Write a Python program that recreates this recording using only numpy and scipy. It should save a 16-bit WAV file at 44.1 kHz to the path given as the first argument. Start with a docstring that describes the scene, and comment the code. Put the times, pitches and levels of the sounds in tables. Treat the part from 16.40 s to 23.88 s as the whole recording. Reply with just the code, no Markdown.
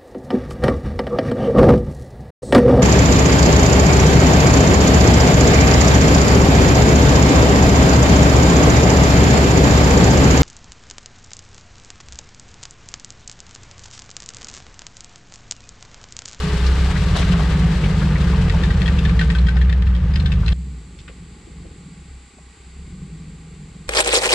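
"""An off-road vehicle crawls up a wet, stony gully, its eight-cylinder engine burbling at very low revs
as uneven firings ring the exhaust. It passes within arm's reach: the tyres crunch grit and squeeze mud,
and one splashes through a puddle at 0.7 s. From 2.1 s loose steel clinks on the chassis.
At 4.1 s the scene cuts to a distant bank, where stones knock and the same engine mutters under a
steady hiss, sinks to idle and pulls again. A thin whine runs through both views."""
import sys
import numpy as np
from scipy import signal
from scipy.fft import rfft, irfft, next_fast_len
from scipy.io import wavfile
from scipy.ndimage import uniform_filter1d, minimum_filter1d, map_coordinates

SR = 44100
rng = np.random.default_rng(int(sys.argv[2]) if len(sys.argv) > 2 else 0)


def log_audio(samples):
    """Write samples as a 16-bit WAV file to the path given in sys.argv[1]."""
    # one column per channel
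    frames = np.atleast_2d(samples).T
    # limit to full scale, then quantise
    limited = np.clip(frames, -1, 1)
    pcm = np.round(limited * 32767).astype(np.int16)
    wavfile.write(sys.argv[1], SR, pcm)


N = 329868
TIME = np.arange(N) / SR
CUT_S = 4.133  # the close view ends here

# How strong each of the eight firings is at the tailpipe: the two cylinder banks take uneven turns.
FIRING_STRENGTHS = [0.7, 0.54, 0.47, 0.78, 0.5, 0.7, 0.53, 0.72]
# The exhaust's low resonance (boom) and its second one (bark). Each row: frequency in Hz, level in dB.
EXHAUST_BOOM = [(15, -36), (28, -9), (54, -2.5), (65, 10), (74, 1.5), (105, -7), (135, -4.5), (220, -88)]
EXHAUST_BARK = [(60, -62.5), (108, -10), (134, -8.5), (146, 1.5), (167, 4.5), (190, -0.5), (222, -20),
                (300, -32), (600, -83)]
PIPE_HZ, PIPE_WIDTH_HZ = 62.5, 3.64  # the pipe drones when the firing rate, or twice it, comes near
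IDLE_HZ, IDLE_SPAN_HZ = 30.2, 1.5  # firing rate with the throttle shut; rise over which it opens


def engine(speed, effort, rumble, load, body, scatter, jitter, throb,
           tone_db, second_db, boom_db, bark_db):
    """Uneven firings ring the exhaust; their even share is a clean tone, and each gives a puff of noise."""
    rate = curve(speed)
    cycles = np.cumsum(rate) / SR
    phase = 2 * np.pi * cycles
    firings = np.flatnonzero(np.diff(np.floor(cycles)))
    stronger, later = rng.standard_normal((len(firings), 2)).T
    strength = np.resize(FIRING_STRENGTHS, len(firings)) + scatter * stronger
    firings = np.clip(firings + jitter * later * SR / rate[firings], 0, N - 1).astype(int)

    first, second = (1 / np.hypot(1, (k * rate - PIPE_HZ) / PIPE_WIDTH_HZ) for k in (1, 2))
    low_tone = np.hypot(first, throb) * np.sin(phase)  # throb keeps some tone at any speed
    tone = np.sqrt(2) * (low_tone + amp(second_db) * second * np.sin(2 * phase))

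    uneven = np.bincount(firings, strength - strength.mean(), N)
    boom = steady(filtered(uneven, lambda hz: amp(along(EXHAUST_BOOM, hz))), size=1900)
    idling = np.clip(1 - (rate - IDLE_HZ) / IDLE_SPAN_HZ, 0, 1)
    # while the pipe drones, the boom swells at idle and sinks with the throttle open
    boom *= amp(8.5 * np.maximum(first, second) * (idling - 0.5))
    bark = steady(resonate(np.bincount(firings, strength, N), EXHAUST_BARK), size=3000)
    puffs = stereo(noise() * (1 + .5 * np.cos(phase)), body)

    low_end = amp(curve(rumble)) * (amp(tone_db) * tone + amp(boom_db) * boom)
    exhaust = low_end + amp(curve(effort) + bark_db) * bark
    return exhaust + amp(-49) * gully_echo(exhaust) + amp(curve(load)) * puffs


# The driver lifts the engine from idle, holds it, and twice gives it more over the stones.
# Each row: time in seconds, firings per second.
NEAR_SPEED = [(.1, 30.14), (.43, 33.12), (.72, 41.46), (1.15, 51.05), (1.85, 47.43), (2.05, 42.58),
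              (2.62, 44.45), (2.82, 55.6), (3.0, 60.2), (3.47, 63.23), (3.73, 49.9), (4.0, 49.8),
              (4.12, 59.3)]
# How loud the bark (how hard the engine pulls), the low end and the puffs are.
# Each row: time in seconds, relative level in dB.
NEAR_BARK = [(.12, -21.5), (.35, -28), (.55, -20.5), (.78, -21.5), (.92, -13.5), (1.05, -21), (1.25, -14),
             (1.38, -20), (1.569, -16), (2.0, -18.5), (2.56, -19), (2.76, -17), (3.45, -26), (3.9, -21),
             (4.1, -23.5)]
NEAR_RUMBLE = [(.08, -14), (.28, -3), (1.05, -2), (1.6, -3.5), (2.05, -0.5), (4.1, -1)]
NEAR_PUFFS = [(0, -40.5), (2.2, -34), (3.2, -44.5), (4.1, -42.5)]
# The tone colour of the puffs. Each row: frequency in Hz, level in dB.
NEAR_PUFF_COLOUR = [(150, -33), (240, -0.5), (300, -2.5), (420, -1), (500, 0.5), (620, -12.5), (900, -13.5),
                    (2000, -76)]


def near_engine():
    """Close by, the exhaust throbs and burbles with a heavy low end."""
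    return engine(NEAR_SPEED, NEAR_BARK, NEAR_RUMBLE, NEAR_PUFFS, NEAR_PUFF_COLOUR,
                  scatter=.38, jitter=.05, throb=.24,
                  tone_db=-13, second_db=1, boom_db=-14, bark_db=-1.3)


# The engine sinks back to idle and pulls again. Each row: time in seconds, firings per second.
FAR_SPEED = [(4.3, 64.17), (4.55, 47.67), (5.17, 47.5), (5.66, 33.13), (5.9, 30.25), (6.24, 29.98),
             (6.42, 34.94), (6.7, 51.34), (7.47, 39.8)]
# How loud the bark, the low end and the puffs are. Each row: time in seconds, relative level in dB.
FAR_BARK = [(4.25, -33.5), (4.48, -45), (4.72, -46), (4.86, -38.5), (5.02, -54), (5.17, -38), (5.36, -47.5),
            (5.5, -37), (5.72, -48.5), (5.9, -61), (6.03, -49), (6.16, -56.5), (6.42, -41.5), (6.64, -32.5),
            (7.05, -40), (7.2, -36.5), (7.47, -40.5)]
FAR_RUMBLE = [(4.2, 6.5), (4.5, -2), (4.85, 1), (5.01, -6), (5.161, 2.5), (5.53, -6.5), (5.75, 3),
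              (5.889, -15.5), (6.05, -10.5), (6.16, -14.5), (6.4, 4), (6.7, -0.5), (6.95, -1.5),
              (7.47, -3.5)]
FAR_PUFFS = [(4.1, -49), (5.4, -47.5), (5.9, -55), (6.2, -53.5), (6.6, -47.5), (7.48, -48.5)]
# Distance dulls the puffs. Each row: frequency in Hz, level in dB.
FAR_PUFF_COLOUR = [(140, -5), (215, 2), (310, -4), (440, -4.5), (580, -20), (1200, -54)]


def far_engine():
    """From the bank the same engine is a low, ragged mutter."""
    return engine(FAR_SPEED, FAR_BARK, FAR_RUMBLE, FAR_PUFFS, FAR_PUFF_COLOUR,
                  scatter=.64, jitter=.1, throb=.04,
                  tone_db=-32.5, second_db=-6.5, boom_db=-40, bark_db=-1.5)


# Knocks of loose steel. Each row: start in seconds, relative level in dB, main and second ring in Hz.
STEEL_HITS = [(2.0967, -18, 1899, 4970), (2.235, -15.5, 3640, 1780), (2.3033, -18, 1500, 1860),
              (2.4165, -20.5, 1824, 3620), (2.4578, -17.5, 3240, 1870), (2.4785, -16, 1880, 2750),
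              (2.585, -18, 2640, 3300), (2.6504, -16.5, 1727, 3480), (2.6929, -21.5, 1720, 2500),
              (2.7913, -13.5, 1870, 3280), (2.81, -13, 1540, 1900), (2.8998, -16.5, 1870, 2500),
              (2.9492, -18.5, 1545, 3270), (2.9842, -23, 3220, 4130), (3.0675, -22, 3200, 1920),
              (3.0835, -17.5, 1534, 1919), (3.1664, -22.5, 1535, 1860), (3.2135, -22, 1800, 3330),
              (3.2944, -24, 1820, 3620), (3.3259, -22.5, 1848, 2702), (3.4205, -28.5, 1684, 3270),
              (3.467, -27.5, 1680, 2700), (3.549, -28.5, 3280, 1900), (3.736, -28, 4960, 2480),
              (3.7562, -18.5, 2841, 4970), (3.7975, -23, 3943, 2700), (3.8584, -19.5, 3594, 1580),
              (3.918, -19.5, 2690, 2440), (4.0603, -24, 4130, 1850), (4.0791, -15.5, 2718, 4153),
              (4.1209, -25, 3150, 4170)]
# The notes the steel rings at. Each row: pitch in Hz, level in dB, seconds to fade by 60 dB.
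STEEL_NOTES = [(1540, -2, 0.078), (1752, 3.5, 0.056), (1880, 0.5, 0.052), (2485, -9, 0.043),
               (2660, -2, 0.044), (3250, -2, 0.046), (3610, -1, 0.058), (4116, 2, 0.033), (4910, -5, 0.037)]
# The rasp of steel on steel. Each row: frequency in Hz, level in dB.
RASP_COLOUR = [(800, -12), (1500, 0), (3300, 0.5), (5000, -6), (5700, -12), (8200, -15), (14000, -50)]


def steel_clinks():
    """The engine shakes loose steel: each contact scrapes, rings it and leaves it chattering briefly."""
    out, t = np.zeros((2, N)), np.arange(SR // 7) / SR
    hz, note_db, fade_s = np.transpose(STEEL_NOTES)[:, :, None]
    rasp_hz = np.fft.rfftfreq(len(t), 1 / SR) + 1
    rise = 1 - np.exp(-t / .002)
    for start, db, main_hz, second_hz in STEEL_HITS:
        size, detune, phase, slant = rng.standard_normal((4, len(STEEL_NOTES), 1))
        boost = 1 + amp(15) * band(hz, main_hz, .08) + amp(11) * band(hz, second_hz, .08)
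        strength = amp(note_db + 2 * size) * boost
        ear_phases = np.array([2 * phase, 2 * phase + slant])  # each ear gets its own phase
        waves = np.sin(2 * np.pi * hz * (1 + .008 * detune) * t + ear_phases)
        ring = (strength * fade(t, fade_s) * waves).sum(axis=1) / np.linalg.norm(strength)
        octaves_away = np.abs(np.log2(rasp_hz / main_hz))
        colour = amp(along(RASP_COLOUR, rasp_hz) - 3 * octaves_away)
        scrape = amp(-5) * grainy_noise(t, colour, grain_db=5) * fade(t, seconds=.04)
        chatter = amp(-14) * grainy_noise(t, colour, grain_db=6) * fade(t, seconds=.13)
        add(out, start, amp(db) * (ring + scrape + chatter) * rise)
    return out + amp(-12) * gully_echo(out.mean(axis=0))


# Splashes of water and squelches of mud.
# Each row: start in seconds, relative level in dB, centre pitch in Hz, seconds to fade by 60 dB.
SPLASHES = [(.742, -22.5, 2660, 0.58), (.75, -17, 800, 0.24), (.761, -21, 3800, 0.25),
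            (.79, -16, 490, 0.094), (.815, -22, 2060, 0.23), (.918, -22.5, 2550, 0.11),
            (.928, -23, 941, 0.25), (.99, -20.5, 800, 0.17), (1.115, -30, 2200, 0.07)]
MUD_SQUELCHES = [(.262, -23, 4260, 0.065), (.556, -27, 1750, 0.075), (1.43, -23, 380, 0.061),
                 (1.435, -24, 2580, 0.08), (1.616, -22.5, 1230, 0.057), (1.755, -24.5, 1900, 0.07),
                 (1.934, -25, 1110, 0.052), (2.137, -23, 707, 0.082), (4.028, -31.5, 1232, .09)]


def puddle_and_mud():
    """A tyre slaps into a puddle, which sprays and sloshes back; mud squeezes from under the tread."""
    water = bursts(SPLASHES, octaves=.99, attack_s=.0042, gain_db=-8.5, ripple_db=2.5)
    mud = bursts(MUD_SQUELCHES, octaves=.41, attack_s=.004, gain_db=-5, ripple_db=2)
    return water + mud


# Tyres in wet grit. Each row: time in seconds, relative levels of the churn and the spray in dB.
TYRE_LEVELS = [(0, -33.5, -30.5), (.7, -33, -31.5), (1.0, -32.5, -33), (2.2, -34.5, -36), (2.9, -37, -39),
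               (3.4, -42.5, -48), (4.1, -41.5, -43.5)]
# The tone colours of churn and spray. Each row: frequency in Hz, level in dB.
CHURN_COLOUR = [(300, 3), (680, -4), (900, 0.5), (1050, -3.5), (1200, 3), (1380, -4), (1550, 0.5),
                (2350, -7), (2900, -8), (4000, -15.5), (8000, -64.5)]
SPRAY_COLOUR = [(1500, -2.5), (2900, 1.5), (4200, 1.5), (5000, -2), (6000, -6.5), (8000, -7.5), (9500, -18),
                (13000, -24), (15500, -41)]


def tyres():
    """The tread churns wet gravel, throws a fine spray and bursts bubbles."""
    churn_db, spray_db = curve(TYRE_LEVELS), curve(TYRE_LEVELS, column=2)
    tread_db = .9 * wobble(45)
    churn = stereo(grit(per_second=700, spread_db=1, share=.66), CHURN_COLOUR)
    churn *= amp(churn_db + 1.97 + tread_db)
    flicker_db = 1.27 * wobble(90)
    spray = stereo(grit(per_second=400, spread_db=3.5, share=.45), SPRAY_COLOUR)
    spray *= amp(spray_db - 4 + tread_db + flicker_db)
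    return churn + spray + bubbles(churn_db)


def grit(per_second, spread_db, share):
    """Grit crunches: tiny cracks of unequal size on a wash of noise."""
    sizes = amp(spread_db * np.minimum(rng.exponential(size=(2, N)), 4))
    cracks = (rng.random((2, N)) < per_second / SR) * sizes * np.sign(noise())
    return share * unit(cracks) + noise()


def bubbles(churn_db, count=130, middle_hz=2200, spread_octaves=.85, life_cycles=28):
    """Small bubbles burst at random in the mud under the tread, each a brief dying ring."""
    out, t = np.zeros((2, N)), np.arange(SR // 20) / SR
    starts = rng.uniform(0, CUT_S, count)
    chances = np.clip(rng.standard_normal((count, 3)), -2, 2)
    for start, (pitch, size, side) in zip(starts, chances):
        cycles = middle_hz * 2 ** (spread_octaves * pitch) * t
        ring = np.sin(2 * np.pi * cycles) * (1 - np.exp(-cycles)) * amp(-60 * cycles / life_cycles)
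        db = churn_db[int(start * SR)] + 5 + 3 * size
        add(out, start, np.outer(amp([db + side, db - side]), ring))
    return out


# Each row: start in seconds, relative level in dB, centre pitch in Hz, seconds to fade by 60 dB.
STONE_KNOCKS = [(4.587, -42, 3020, 0.12), (4.678, -32.5, 1950, 0.075), (4.69, -42, 300, 0.12),
                (5.07, -41, 300, 0.12), (5.245, -38, 300, 0.11), (5.98, -50, 600, 0.078)]


def stone_knocks():
    """Far away, the tyres knock on stones."""
    return bursts(STONE_KNOCKS, octaves=.9, attack_s=.003, gain_db=-4, ripple_db=1)


# The whine, close by and far off. Each row: time in seconds, pitch in Hz, level in dB.
NEAR_WHINE = [(0, 420, -36), (.45, 412.7, -42), (1.2, 413.6, -45), (1.9, 440.7, -43), (2.9, 446, -46.5),
              (4.1, 415, -57.5)]
FAR_WHINE = [(4.13, 843, -70.5), (4.9, 840, -68), (5.65, 823, -67), (6.3, 808, -70), (7.48, 827, -70)]


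def pump_whine(table, waver_db):
    """A thin whine, likely the fuel pump, wavers in level and pitch."""
    level = amp(curve(table, column=2) + waver_db * wobble(9))
    hz = curve(table) + 4 * wobble(30)
    return np.sqrt(2) * level * np.sin(2 * np.pi * np.cumsum(hz) / SR)


# The lower and upper hiss of the distant air. Each row: frequency in Hz, level in dB.
LOW_HISS_COLOUR = [(350, -24), (620, -6.5), (760, 2.5), (950, -2.5), (1140, 4.5), (1320, -2), (1520, 1.5),
                   (1740, -4.5), (1900, 2.5), (2300, 2), (3100, -3.5), (4900, -2), (5600, -39)]
HIGH_HISS_COLOUR = [(4500, -38), (5200, -8), (6400, -7.5), (7000, -1), (7550, 7), (8200, 0), (9100, -12.5),
                    (9700, -10.5), (11000, -16.5), (12000, -62)]
# Each row: frequency in Hz, how alike the hiss is in the two ears (1 means the same).
HISS_LIKENESS = [(140, .99), (320, .92), (730, 0.41), (3800, 0.86), (8800, 0.076)]


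def air_hiss():
    """The distant air hisses evenly; its lower part drifts a little in level."""
    drift_db = .4 * wobble(5)
    low = amp(-53.5 + drift_db) * stereo(noise(), LOW_HISS_COLOUR, HISS_LIKENESS)
    high = amp(-55.5) * stereo(noise(), HIGH_HISS_COLOUR, HISS_LIKENESS)
    return low + high


# How long the gully rings. Each row: frequency in Hz, seconds to fade by 60 dB.
ECHO_FADES = [(200, 0.089), (2000, 0.17), (10000, 0.27)]


def gully_echo(x):
    """The earth banks answer with a short stereo echo."""
    hz, t, spectra = signal.stft(rng.standard_normal((2, SR // 3)), SR, nperseg=256)
    tail = signal.istft(spectra * fade(t, along(ECHO_FADES, hz)[:, None]), SR, nperseg=256)[1]
    return signal.fftconvolve(x[None], tail / np.linalg.norm(tail[0]), axes=1)[:, :N]


def bursts(table, octaves, attack_s, gain_db, ripple_db):
    """Short crunches: a band of grainy noise with chance resonances swells and dies."""
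    out, t = np.zeros((2, N)), np.arange(SR // 4) / SR
    hz = np.fft.rfftfreq(len(t), 1 / SR)
    for start, db, centre_hz, fade_s in table:
        ripple = map_coordinates(rng.standard_normal(len(t)), [hz / centre_hz * 10], order=1)
        colour = band(hz + 1, centre_hz, octaves) * amp(ripple_db * ripple)
        mid, side = grainy_noise(t, colour, grain_db=4.5)
        crunch = np.array([mid + .5 * side, mid - .5 * side])
        swell = (1 - np.exp(-t / attack_s)) * fade(t, fade_s)
        add(out, start, amp(db + gain_db) * swell / swell.max() * crunch)
    return out


def grainy_noise(t, colour, grain_db):
    """Two short coloured noises that come in clumps of a millisecond or two."""
    clumps = map_coordinates(rng.standard_normal(len(t)), [t * 600], order=1)
    grains = rng.standard_normal((2, len(t))) * amp(grain_db * clumps)
    return unit(irfft(rfft(grains) * colour, len(t)))


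# Each row: frequency in Hz, how alike the vehicle's noise is in the two ears (1 means the same).
EAR_LIKENESS = [(150, 1), (300, .97), (600, .76), (2000, .72), (4000, .4), (9000, .2)]


def stereo(pair, colour, likeness=EAR_LIKENESS):
    """Two unrelated signals become coloured stereo, nearly the same in both ears in the bass."""
    def response(hz):
        angle = np.arccos(np.clip(along(likeness, hz), -1, 1)) / 2
        return amp(along(colour, hz)) * [np.cos(angle), np.sin(angle)]
    mid, side = filtered(pair, response)
    return unit(np.array([mid + side, mid - side]))


def amp(db):
    return 10 ** (np.asarray(db) / 20)


def fade(t, seconds):
    """Fall by 60 dB in the given time."""
    return amp(-60 * t / seconds)


def band(hz, centre_hz, octaves):
    """A bell-shaped gain around one pitch."""
    return np.exp(-(np.log2(hz / centre_hz) / octaves) ** 2)


def unit(x):
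    """Scale to an average power of 1."""
    return x / np.sqrt(np.mean(x ** 2) + 1e-20)


def steady(x, size):
    """Even out swells slower than about size samples."""
    power = uniform_filter1d(uniform_filter1d(x * x, size), size)
    return x / np.sqrt(np.abs(power) + 1e-12)


def along(table, hz):
    """Read between a table's rows on a log frequency scale."""
    row_hz, values = np.transpose(table)
    return np.interp(np.log(hz + 1), np.log(row_hz + 1), values)


def curve(table, column=1):
    """Join a table's timed rows into one value per sample."""
    columns = np.transpose(table)
    return np.interp(TIME, columns[0], columns[column])


def wobble(rate):
    """A random curve through rate points a second."""
    return map_coordinates(rng.standard_normal(int(N * rate / SR) + 4), [TIME * rate], order=1)


def noise():
    return rng.standard_normal((2, N))


def filtered(x, response):
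    """Scale each frequency by response(hz)."""
    size = next_fast_len(N + SR // 2)
    return irfft(rfft(x, size) * response(np.fft.rfftfreq(size, 1 / SR)), size)[..., :N]


def resonate(x, colour, size=16384):
    """Colour x so that it rings after each pulse, never before."""
    cepstrum = irfft(np.log(amp(along(colour, np.fft.rfftfreq(size, 1 / SR)))))
    cepstrum[1:size // 2] *= 2
    cepstrum[size // 2 + 1:] = 0
    return signal.fftconvolve(x, irfft(np.exp(rfft(cepstrum))))[:N]


def add(track, start, sound):
    """Mix a sound in at start seconds."""
    part = track[..., round(start * SR):][..., :sound.shape[-1]]
    part += sound[..., :part.shape[-1]]


# The vehicle passes just to the left. Each row: frequency in Hz, dB more in the left ear than the right.
LEFT_LEAN = [(200, 0), (500, 3), (1000, 3.5), (2500, 4.5), (5000, 3.3)]


def scene():
    """A hard cut from the close view to the distant one."""
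    near = near_engine() + puddle_and_mud() + steel_clinks()
    near += pump_whine(NEAR_WHINE, waver_db=2) + tyres()
    near = filtered(near, lambda hz: amp(np.outer([.5, -.5], along(LEFT_LEAN, hz))))
    far = far_engine() + stone_knocks() + air_hiss() + pump_whine(FAR_WHINE, waver_db=1.5)
    after_cut = np.clip((TIME - CUT_S) / .004 + .5, 0, 1)
    return (1 - after_cut) * near + after_cut * far


def record(dry, ceiling=.54, size=500, soften_hz=13500, top_hz=15700):
    """A fast limiter holds the exhaust peaks down, and the highest treble fades away."""
    needed = np.minimum(1, ceiling / (np.abs(dry).max(axis=0) + 1e-9))
    gain = uniform_filter1d(minimum_filter1d(needed, size), size)
    return filtered(dry * gain, lambda hz: (hz < top_hz) / (1 + (hz / soften_hz) ** 20))


dry = scene()
out = record(dry)
log_audio(out)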